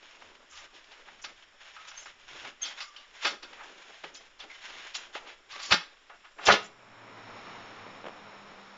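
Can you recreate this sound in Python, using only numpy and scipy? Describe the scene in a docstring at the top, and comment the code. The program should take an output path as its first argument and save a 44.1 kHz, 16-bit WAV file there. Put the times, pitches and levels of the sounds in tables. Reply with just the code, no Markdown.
"""A small hallway, then a yard. Someone in a padded jacket shuffles about, nylon swishing and soles
scuffing, and works the lock: keys jingle and dry metal squeaks. They pull a glazed door open and step
out. It knocks shut, its loose hardware ringing; the glass storm door clicks, then bangs into its frame.
Outside, the air roars softly, a distant engine passes and something plastic rattles close by."""
import sys
import numpy as np
from scipy import signal
from scipy.fft import rfft, irfft
from scipy.io import wavfile

SR = 44100
rng = np.random.default_rng(int(sys.argv[2]) if len(sys.argv) > 2 else 0)


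def unload_audio(sound):
    """Save the sound as a 16-bit wav file, at the path given as the first command line argument."""
    columns = np.transpose(np.atleast_2d(sound))
    # keep every value between -1 and 1, then stretch to whole-number steps
    steps = np.round(np.clip(columns, -1, 1) * 32767)
    wavfile.write(sys.argv[1], SR, steps.astype(np.int16))


N = 386757
TIME = np.arange(N) / SR
FREQS = np.fft.rfftfreq(N, 1 / SR)
OUTSIDE_S = 6.55  # the hallway gives way to the yard


def amp(db):
    """Decibels to gain."""
    return 10 ** (np.asarray(db) / 20)


def unit(x):
    """Scales to rms 1."""
    return x / np.sqrt(np.mean(x ** 2) + 1e-20)


def read(points, hz):
    """Reads a table on a log-frequency axis."""
    f, value = np.transpose(points)
    return np.interp(np.log(hz + 1), np.log(f + 1), value)


def curve(rows, column):
    """One column of a time table at every sample."""
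    rows = np.array(rows)
    return np.interp(TIME, rows[:, 0], rows[:, column])


def add(mix, s, sound):
    """Mixes a sound in from time s."""
    at = round(s * SR)
    sound = sound[max(-at, 0):]
    part = mix[max(at, 0):][:len(sound)]
    part += sound[:len(part)]


def tint(x, colour):
    """EQs a full-length sound, at rms 1."""
    return unit(irfft(rfft(x) * amp(read(colour, FREQS)), N))


def noise(colour):
    """A steady bed of EQed noise, at rms 1."""
    return tint(rng.standard_normal(N), colour)


def drift(hz):
    """Random wander of rms 1, rolling off above hz."""
    return unit(irfft(rfft(rng.standard_normal(N)) * np.exp(-(FREQS / hz) ** 2), N))


def body(colour, modes, ring_db, size=8192):
    """Spectrum of a struck thing: resonances, lifted by ring_db, standing on a broad colour."""
    hz = abs(np.fft.fftfreq(size, 1 / SR))
    peaks = sum(amp(db + ring_db) ** 2 / (1 + (2 * (hz - f) / width) ** 2) for f, width, db in modes)
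    return hz, amp(read(colour, hz)) * np.sqrt(1 + peaks)


def contact(rise, fall, snap, peak_s, size=8192):
    """A sharp touch, then two parts chatter: a dense burst, even in spectrum."""
    t = np.arange(size) / SR - peak_s
    shape = np.exp(np.minimum(t / rise, -t / fall))
    shape *= 1 + snap * (t > 0) * np.exp(-abs(t) / .004)
    burst = rng.standard_normal(size) * shape
    for _ in range(3):
        whitened = irfft(np.exp(1j * np.angle(rfft(burst))))
        burst = whitened * np.minimum(4 * shape, 1)
    return burst


def knocks(rows, colour, modes=(), ring_db=0, snap=0, peak_s=.04):
    """Each contact rings the body; soft blows are darker, metal on metal is brighter."""
    out = np.zeros(N)
    hz, gain = body(colour, modes, ring_db)
    for s, db, bass_db, treble_db, rise, fall in rows:
        tilt = amp(read([(280, bass_db), (900, 0.0078), (1700, 0.042), (5000, treble_db)], hz))
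        # minimum phase: the body rings only after it is struck
        log_spectrum = np.conj(signal.hilbert(np.log(gain * tilt + 1e-5)))
        ring = np.fft.ifft(np.exp(log_spectrum)).real[:len(hz) // 2]
        hit = signal.fftconvolve(contact(rise, fall, snap, peak_s), ring)
        # the level is the blow's energy spread over 30 ms
        add(out, s - peak_s, amp(db) * hit * np.sqrt(.03 * SR / np.sum(hit ** 2)))
    return out


def friction(grains_per_s, grain_db, flutter_db):
    """Rubbing: a fine hiss with millisecond catches of uneven size, coming in clumps."""
    grains = rng.random(N) < grains_per_s / SR
    sizes = grains * amp(5 * np.minimum(rng.exponential(1, N), 2.5))
    catches = signal.lfilter([1], [1, -np.exp(-1 / (.001 * SR))], sizes) * rng.standard_normal(N)
    return (rng.standard_normal(N) + amp(grain_db) * unit(catches)) * amp(flutter_db * drift(29))


def strokes(rows, idle_db, attack_s=.03, release_s=.024):
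    """Envelope of rubbing: each stroke swells, holds and fades, over a faint idle rustle."""
    power, t = np.full(N, amp(idle_db) ** 2), TIME[:SR]
    for s, length, db in rows:
        swell = np.minimum(t / attack_s, 1) * np.exp(-np.maximum(t - length, 0) / release_s)
        add(power, s, (amp(db) * swell) ** 2)
    return np.sqrt(power)


# EQ of still air (frequency [Hz], gain [dB])
HUSH_EQ = [(20, 16), (45, -13.5), (80, -21), (150, -12), (400, -10.5), (1500, 1.5), (3500, -1.5),
           (4300, -15.5), (5500, -1), (6100, -19), (7300, -5)]
def noise_floor():
    """A faint hush and a lumpy handling rumble under the whole scene."""
    hush = amp(-61) * noise(HUSH_EQ)
    lumps = amp(-75.5 + 3 * drift(2.4))
    return hush + lumps * noise([(15, 5.5), (50, -5.5), (100, -8), (250, -22), (800, -67)])


# swell of the outdoor bed (time [s], roar level [dB], hiss level [dB])
YARD_FADERS = [(6.72, -56.5, -70), (6.9, -55, -67), (7.02, -52, -65), (7.37, -47, -57), (7.52, -47, -56.5),
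               (8.14, -49.5, -61), (8.77, -52.5, -61)]
# EQs of its low and high layers (frequency [Hz], gain [dB])
ROAR_EQ = [(41, -40), (70, -64), (97, -1.5), (114, -6), (135, -7), (200, 0.5), (384, -1.5), (452, -0.5),
           (704, 1), (1250, 2), (1600, -3), (2400, -4), (3500, -22), (4550, -42), (7700, -120)]
HISS_EQ = [(1650, -31), (2800, 4), (3370, 2.5), (3800, 4.5), (4680, -5), (4970, -6), (5380, 3.5),
           (5970, -11.5), (6960, -4), (7300, -46), (9490, -44), (16100, -120)]
def yard_bed():
    """A soft outdoor roar and hiss, plus a faint, narrow microphone whine near 5.4 kHz."""
    roar = amp(curve(YARD_FADERS, 1) + .5 * drift(12)) * noise(ROAR_EQ)
    mic_whine = noise([(5000, -50), (5330, -5), (5400, -4), (5470, -12), (5800, -55)])
    return roar + amp(curve(YARD_FADERS, 2)) * (noise(HISS_EQ) + amp(-17) * mic_whine)


# the pass-by (time [s], firing rate [Hz], fundamental [dB], second harmonic [dB])
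ENGINE_PASS = [(6.6, 126, -73, -84), (6.85, 121, -70, -88), (7.0, 114, -64.5, -87), (7.4, 109, -63, -78),
               (7.8, 104, -70, -71), (8.1, 102, -72, -71), (8.4, 100, -77, -59.5), (8.77, 98, -89, -69)]
def engine():
    """A far engine: two wavering harmonics whose note sinks as it goes by."""
    firing_hz = curve(ENGINE_PASS, 1) * (1 + 0.0038 * drift(6.8))
    phase = 2 * np.pi * np.cumsum(firing_hz) / SR
    return sum(amp(curve(ENGINE_PASS, 1 + k) + drift(8.9)) * unit(np.sin(k * phase)) for k in (1, 2))


# plastic ticks (time [s], level [dB], bass [dB], treble [dB], rise [s], fall [s])
RATTLE_HITS = [(7.865, -50.5, 4, -14, 0.00017, 0.0011), (8.043, -48, 1, -5, 0.0005, .002),
               (8.056, -46, 0, -11, 0.0015, 0.00206), (8.064, -43, 2.5, 0, 0.001, 0.007),
               (8.072, -53, 4, -6, 0.00043, 0.0018), (8.085, -49, -9, 5.5, 0.0029, 0.002),
               (8.094, -52, 3, -11, 0.00053, 0.0024)]
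# EQ of the plastic (frequency [Hz], gain [dB])
PLASTIC_EQ = [(71, -45), (120, -22), (508, -5.5), (1980, -19.5), (3250, -21), (3730, -31), (4000, -34),
              (5940, -47.5), (7300, -37), (9490, -62), (16100, -120)]
def plastic_rattle():
    """Something plastic rattles in the hands: a quick run of dry ticks."""
    return knocks(RATTLE_HITS, PLASTIC_EQ)


# reverb decay (frequency [Hz], t60 [s])
HALL_DECAY = [(100, 0.54), (400, 0.31), (1500, 0.33), (4000, 0.31), (7500, 0.27)]
def hallway(dry, wet_db=-11, build_s=0.004):
    """A small hard room: dense reflections, each band dying at its own speed."""
    hz, t, bands = signal.stft(rng.standard_normal(SR), SR, nperseg=256)
    decay = amp(-60 * t / read(HALL_DECAY, hz)[:, None])
    tail = signal.istft(bands * decay, SR, nperseg=256)[1]
    tail *= 1 - np.exp(-(TIME[:len(tail)] / build_s) ** 2)
    return dry + amp(wet_db) * signal.fftconvolve(dry, tail / np.linalg.norm(tail))[:N]


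# sleeve strokes (start [s], length [s], level [dB])
SLEEVE_STROKES = [(0, 0.293, -56), (.505, 0.15, -53.5), (.73, 0.037, -53.5), (.8, 0.22, -60),
                  (1.02, 0.18, -60), (1.26, 0.04, -53), (1.35, 0.086, -57.5), (1.585, 0.17, -53),
                  (1.77, 0.26, -53), (2.04, 0.054, -53), (2.17, 0.13, -59.5), (2.262, 0.23, -47),
                  (2.6, 0.12, -46.5), (2.75, 0.07, -44), (2.85, .26, -60.5), (3.125, 0.13, -49),
                  (3.2, .08, -41), (3.45, 0.64, -54.5), (4.18, 0.093, -58), (4.465, 0.17, -53.5),
                  (4.6, 0.3, -47), (4.96, 0.089, -47.5), (5.125, 0.05, -42.5), (5.27, 0.031, -48),
                  (5.485, 0.092, -45), (5.57, .2, -47)]
# EQ of nylon (frequency [Hz], gain [dB])
NYLON_EQ = [(350, -37.5), (600, -8.5), (804, -8), (971, -5.5), (1250, -7), (1520, -2), (3510, -3.5),
            (4610, -14), (5500, -10), (6110, -18), (6640, -11.5), (7300, -19), (9490, -16), (16100, -120)]
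def jacket():
    """A sleeve rubs the padded jacket: a bright, fine-grained swish."""
    rub = friction(grains_per_s=600, grain_db=-5.5, flutter_db=1.8)
    return strokes(SLEEVE_STROKES, idle_db=-65.5) * tint(rub, NYLON_EQ)


# foot drags (start [s], length [s], level [dB])
SOLE_STROKES = [(.1, 0.32, -61), (.6, 0.043, -59), (.84, 0.43, -65), (1.25, 0.075, -57),
                (2.285, 0.21, -54.5), (2.62, .14, -58.5), (3.27, .06, -45.5), (3.42, 0.31, -57),
                (3.73, 0.18, -56), (4.06, 0.16, -64), (4.42, 0.033, -50), (4.63, 0.23, -58),
                (4.96, 0.13, -58), (5.17, 0.089, -54), (5.53, 0.042, -50), (5.65, 0.051, -51.5),
                (6.36, .08, -54)]
# EQ of sole on floor (frequency [Hz], gain [dB])
SOLE_EQ = [(100, -26), (220, -2.5), (450, 2.5), (850, -0.5), (1400, -2), (3000, -18.5)]
def soles():
    """Soles drag on the floor: a darker scuff with sparser grain."""
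    rub = friction(grains_per_s=140, grain_db=-15, flutter_db=2.8)
    return strokes(SOLE_STROKES, idle_db=-68.5) * tint(rub, SOLE_EQ)


# steps and brushes (time [s], level [dB], bass [dB], treble [dB], rise [s], fall [s])
STEP_HITS = [(0.028, -58, 10, 5, 0.0046, 0.0089), (.127, -63, 6, -2, .003, 0.019),
             (0.222, -53.5, -2, -3, 0.007, 0.009), (0.353, -58.5, -6, 6, 0.0041, 0.012),
             (0.575, -49, -31, 11, 0.015, 0.015), (0.742, -54.5, 19, 10, 0.0087, 0.047),
             (0.843, -60.5, 0, 13, 0.0018, 0.012), (0.918, -51.5, -6, 7.5, 0.01, 0.034),
             (1.085, -50, -16, -7, 0.023, 0.024), (1.614, -57, -20, -1, 0.008, 0.019),
             (2.451, -44, -9, -0.5, 0.0043, 0.022), (3.532, -51, -10, 1.5, 0.0037, 0.017),
             (3.61, -44, -20, -18, 0.042, 0.046), (4.039, -41.5, 9.5, 0, 0.002, 0.024),
             (4.44, -51, 2, 5, 0.025, 0.011), (4.7, -49, -5, 7, 0.015, 0.015),
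             (5.153, -39, 6, -3.5, 0.0025, 0.022), (5.275, -46, 5, 2, 0.018, 0.045),
             (5.563, -47.5, -6, 2, 0.0078, 0.0036)]
# their EQ (frequency [Hz], gain [dB])
STEP_EQ = [(59, -67), (100, -48), (384, -10), (747, -5), (832, -1), (1110, -10), (1230, -1.5), (1430, -8),
           (1530, -5), (2980, -6.5), (7300, -28.5), (9490, -79), (16100, -120)]
def footsteps():
    """Footfalls and brushes of the body: short knocks with a snappy attack."""
    return knocks(STEP_HITS, STEP_EQ, snap=0.8)


# low end of floor and doors (centre time [s], level [dB], half-width [s], pitch [Hz])
LOW_THUDS = [(.27, -68, 0.037, 86), (.57, -66, 0.052, 70), (1.25, -72, 0.028, 60),
             (2.34, -64.5, 0.019, 126), (2.45, -64, 0.019, 133), (4.06, -62, 0.028, 168),
             (5.535, -69, 0.013, 105.6), (5.72, -33, 0.0059, 88.5), (5.738, -31.5, 0.0077, 190),
             (5.77, -47, .03, 172.5), (6.488, -35, 0.0097, 69.9), (6.516, -42, 0.013, 90),
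             (6.62, -58, 0.013, 110)]
def thuds():
    """A heavy step or a closing slab gives a few slow swings of pressure."""
    out = np.zeros(N)
    for s, db, width, hz in LOW_THUDS:
        t = TIME - s
        out += amp(db) * np.exp(-(t / width) ** 2) * np.sin(2 * np.pi * hz * t)
    return out


# shakes of the keys (start [s], level [dB], length [s])
KEY_JINGLES = [(0.498, -57, 0.11), (1.217, -51, .04), (1.871, -52, 0.035), (1.989, -56.5, 0.086),
               (2.658, -52.5, 0.034), (2.827, -59.5, 0.06), (3.221, -55, 0.1), (4.141, -52, 0.039),
               (4.949, -42.5, 0.02), (4.962, -59, 0.064), (5.616, -48, 0.089), (6.45, -32.5, 0.04),
               (6.624, -54, 0.041)]
# key resonances (frequency [Hz], relative level [dB], t60 [s])
KEY_MODES = [(2863, -9.5, 0.084), (3190, 1.5, 0.063), (4760, -8.5, 0.029), (5300, 4, 0.047),
             (5920, -1.5, 0.096), (6040, -2, 0.036), (6600, -13.5, 0.044), (6630, 2, 0.04),
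             (7030, 4, 0.056)]
def keys(clinks_per_s=220, detune=0.02):
    """Keys in the lock swing together: runs of tiny clinks, each with its own tuning and mix."""
    out, t = np.zeros(N), TIME[:4096]
    for s, db, length in KEY_JINGLES:
        count = 2 + int(clinks_per_s * length)
        starts = (np.arange(count) + rng.random(count)) * length / count
        jingle = np.zeros(SR // 2)
        for start in starts:
            phase_per_hz = 2 * np.pi * (1 + detune * rng.standard_normal()) * t
            clink = sum(rng.standard_normal() * amp(mode_db - 60 * t / t60) * np.sin(hz * phase_per_hz)
                        for hz, mode_db, t60 in KEY_MODES)
            add(jingle, start, rng.uniform(0.25, 1) * unit(clink))
        add(out, s, amp(db) * jingle * np.sqrt(length * SR / np.sum(jingle ** 2)))
    return out


# slips in the lock (centre time [s], level [dB], pitch [Hz], half-width [s])
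LOCK_SLIPS = [(1.979, -41, 6200, 0.0037), (1.99, -48, 6420, 0.023), (2.624, -32, 6430, 0.0053),
              (2.631, -27.5, 6370, 0.0026), (2.639, -35, 6300, 0.0057), (2.649, -43, 6430, 0.0032)]
def lock_squeaks(wobble=0.012, octave_below_db=-18):
    """Dry metal sticks and slips: a short, rough, very high squeak."""
    out = np.zeros(N)
    wavering_time = np.cumsum(1 + wobble * drift(400)) / SR
    for s, db, hz, width in LOCK_SLIPS:
        phase = 2 * np.pi * hz * wavering_time
        tone = unit(np.sin(phase) + amp(octave_below_db) * np.sin(phase / 2))
        out += amp(db) * np.exp(-((TIME - s) / width) ** 2) * tone
    return out


# metal ring-outs (time [s], level [dB], pitch [Hz], t60 [s])
HARDWARE_RINGS = [(0.521, -54.5, 1203, 0.92), (1.765, -48.5, 1264, 0.68), (1.885, -56, 4740, 0.11),
                  (2.632, -33.5, 3190, 0.3), (2.815, -40.5, 4970, 0.14), (2.963, -42.5, 2890, 0.15),
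                  (2.82, -51, 1168, .9), (3.292, -49, 4800, 0.053), (4.403, -35.5, 3300, 0.055),
                  (4.5, -43.5, 2080, 0.2), (5.53, -45, 1138, 1)]
def hardware(wobble=0.036):
    """The door's loose metal sings on after a jolt, thin and wavering."""
    out, t = np.zeros(N), TIME[:SR]
    wavering_time = np.cumsum(1 + wobble * drift(220)[:SR]) / SR
    for s, db, hz, t60 in HARDWARE_RINGS:
        add(out, s, amp(db - 60 * t / t60) * np.sin(2 * np.pi * hz * wavering_time))
    return out


# lock, handle and slab (time [s], level [dB], bass [dB], treble [dB], rise [s], fall [s])
GLAZED_HITS = [(1.245, -40, 0, 0, 0.0032, 0.015), (1.766, -50.5, -21, -14.5, .0015, 0.016),
               (1.882, -51, -2, -2, 0.0055, 0.014), (1.915, -52, -23, -8, 0.0011, 0.0077),
               (1.979, -54.5, 4, 9, 0.0018, 0.0066), (2.058, -47, -6, -13, 0.0009, 0.021),
               (2.656, -37.5, 5, 7, 0.015, 0.023), (2.805, -38.5, -48, 3, 0.0014, 0.024),
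               (2.964, -50.5, -38, 4, 0.00076, 0.034), (3.252, -25.5, 5, -3.5, 0.0056, 0.026),
               (3.27, -32.5, 12, 8, 0.0065, 0.037), (3.43, -44.5, 9, 1, 0.0036, 0.018),
               (4.15, -48.5, 6, 7, 0.0022, 0.029), (5.522, -46.5, -5, 11, 0.0051, 0.023),
               (5.6, -43, -3, -1, 0.0071, .012), (5.632, -38.5, 4, 22.5, .011, 0.041),
               (5.723, -17.5, -2.5, -2, 0.0088, .014), (5.742, -27, 14.5, 2.5, 0.0033, 0.0093)]
# the door's resonances (frequency [Hz], width [Hz], relative level [dB])
GLAZED_MODES = [(385, 30, -26), (572, 31, -9.5), (692, 31, -11), (840, 42, -7), (1245, 73, -9),
                (1422, 23, -6), (1603, 17, -3), (1804, 20, -6.5), (2149, 11.6, -0.5), (2570, 110, -4.5),
                (2940, 53, -5.5), (3120, 12, -6), (3370, 67, -5), (3640, 33, 0.5), (4010, 45, -3),
                (4520, 81, -3), (5130, 48, -1.5), (5520, 23, 2.5), (5650, 57, -21.5), (5880, 88, 2)]
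# its broad EQ (frequency [Hz], gain [dB])
GLAZED_EQ = [(60, -39), (170, -42.5), (300, -15), (620, -14.5), (900, -9.5), (1250, -6.5), (2200, -8),
             (3500, -10.5), (4900, -10.5), (5900, -23.5), (7300, -19.5)]
def glazed_door():
    """Unlocked, pulled open and knocked shut: each contact rings the glass and fittings."""
    return knocks(GLAZED_HITS, GLAZED_EQ, GLAZED_MODES, ring_db=14.5, snap=0.45)


# latch and frame (time [s], level [dB], bass [dB], treble [dB], rise [s], fall [s])
STORM_DOOR_HITS = [(4.402, -46.5, -18, 10.5, 0.0072, 0.024), (4.953, -35.5, -28.5, 17.5, 0.0074, 0.014),
                   (6.099, -48.5, -10, -16, 0.0023, 0.036), (6.252, -52, -42, -6.5, 0.011, 0.031),
                   (6.387, -43, -17, -19, 0.0024, 0.037), (6.44, -39.5, -1, 2, 0.02, 0.032),
                   (6.469, -23, 1, 12, 0.0052, 0.031), (6.488, -15.5, 0.5, -16, 0.006, 0.018),
                   (6.503, -21.5, 0.5, -9.5, 0.008, 0.021), (6.524, -21, 12.5, 11.5, 0.01, 0.021),
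                   (6.539, -26.5, 11, 3, 0.0024, 0.021)]
# the storm door's resonances (frequency [Hz], width [Hz], relative level [dB])
STORM_DOOR_MODES = [(172, 16, -6), (201, 18, -3), (415, 16, -3), (490, 16, -3), (549, 16, -4),
                    (598, 16, -6), (657, 16, -6), (706, 26, 0), (760, 18, -3), (828, 40, -4),
                    (1074, 20, -6), (1160, 25, -3), (1248, 24, 0), (1446, 26, -1), (1720, 30, -4),
                    (2110, 28, -4), (2740, 22, 0), (3080, 22, -3), (3410, 40, -4), (3635, 18, -2),
                    (3955, 30, -3)]
# its broad EQ (frequency [Hz], gain [dB])
STORM_DOOR_EQ = [(29, -62), (50, -47), (139, -21), (198, -17.5), (265, -21.5), (411, -7), (456, -8.5),
                 (706, -5), (907, -5.5), (2800, -5), (5800, -18), (7300, -30.5), (9490, -18), (16100, -120)]
def storm_door():
    """The latch clicks, then the glass door bangs into its frame in a tight cluster of hits."""
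    return knocks(STORM_DOOR_HITS, STORM_DOOR_EQ, STORM_DOOR_MODES, ring_db=8.5, snap=0.42)


def scene():
    """The mix: cloth and scuffs fade out at the last bang, then the yard fades in."""
    fade_out = np.clip((OUTSIDE_S - TIME) / .1, 0, 1)
    fade_in = np.clip((TIME - OUTSIDE_S) / 0.28, 0, 1)
    bed = noise_floor()
    doors = glazed_door() + storm_door() + hardware() + keys()
    walker = fade_out * (jacket() + soles()) + footsteps()
    indoors = hallway(doors + walker) + lock_squeaks() + thuds()
    outdoors = fade_in * (yard_bed() + engine() + plastic_rattle())
    return (bed + indoors + outdoors)[None]


def record(dry, shelf_hz=7330, shelf_db=-21, slope_db_per_khz=5, cutoff_hz=9060):
    """Master EQ: the top of the treble drops by a step, slopes away, then ends."""
    top_db = shelf_db - slope_db_per_khz * (FREQS - shelf_hz) / 1e3
    dull = irfft(rfft(dry) * np.where(FREQS > shelf_hz, amp(top_db), 1), N)
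    lowpass = signal.firwin(511, cutoff_hz, window=("kaiser", 9), fs=SR)
    return signal.oaconvolve(dull, lowpass[None], "same")


dry = scene()
out = record(dry)
unload_audio(out)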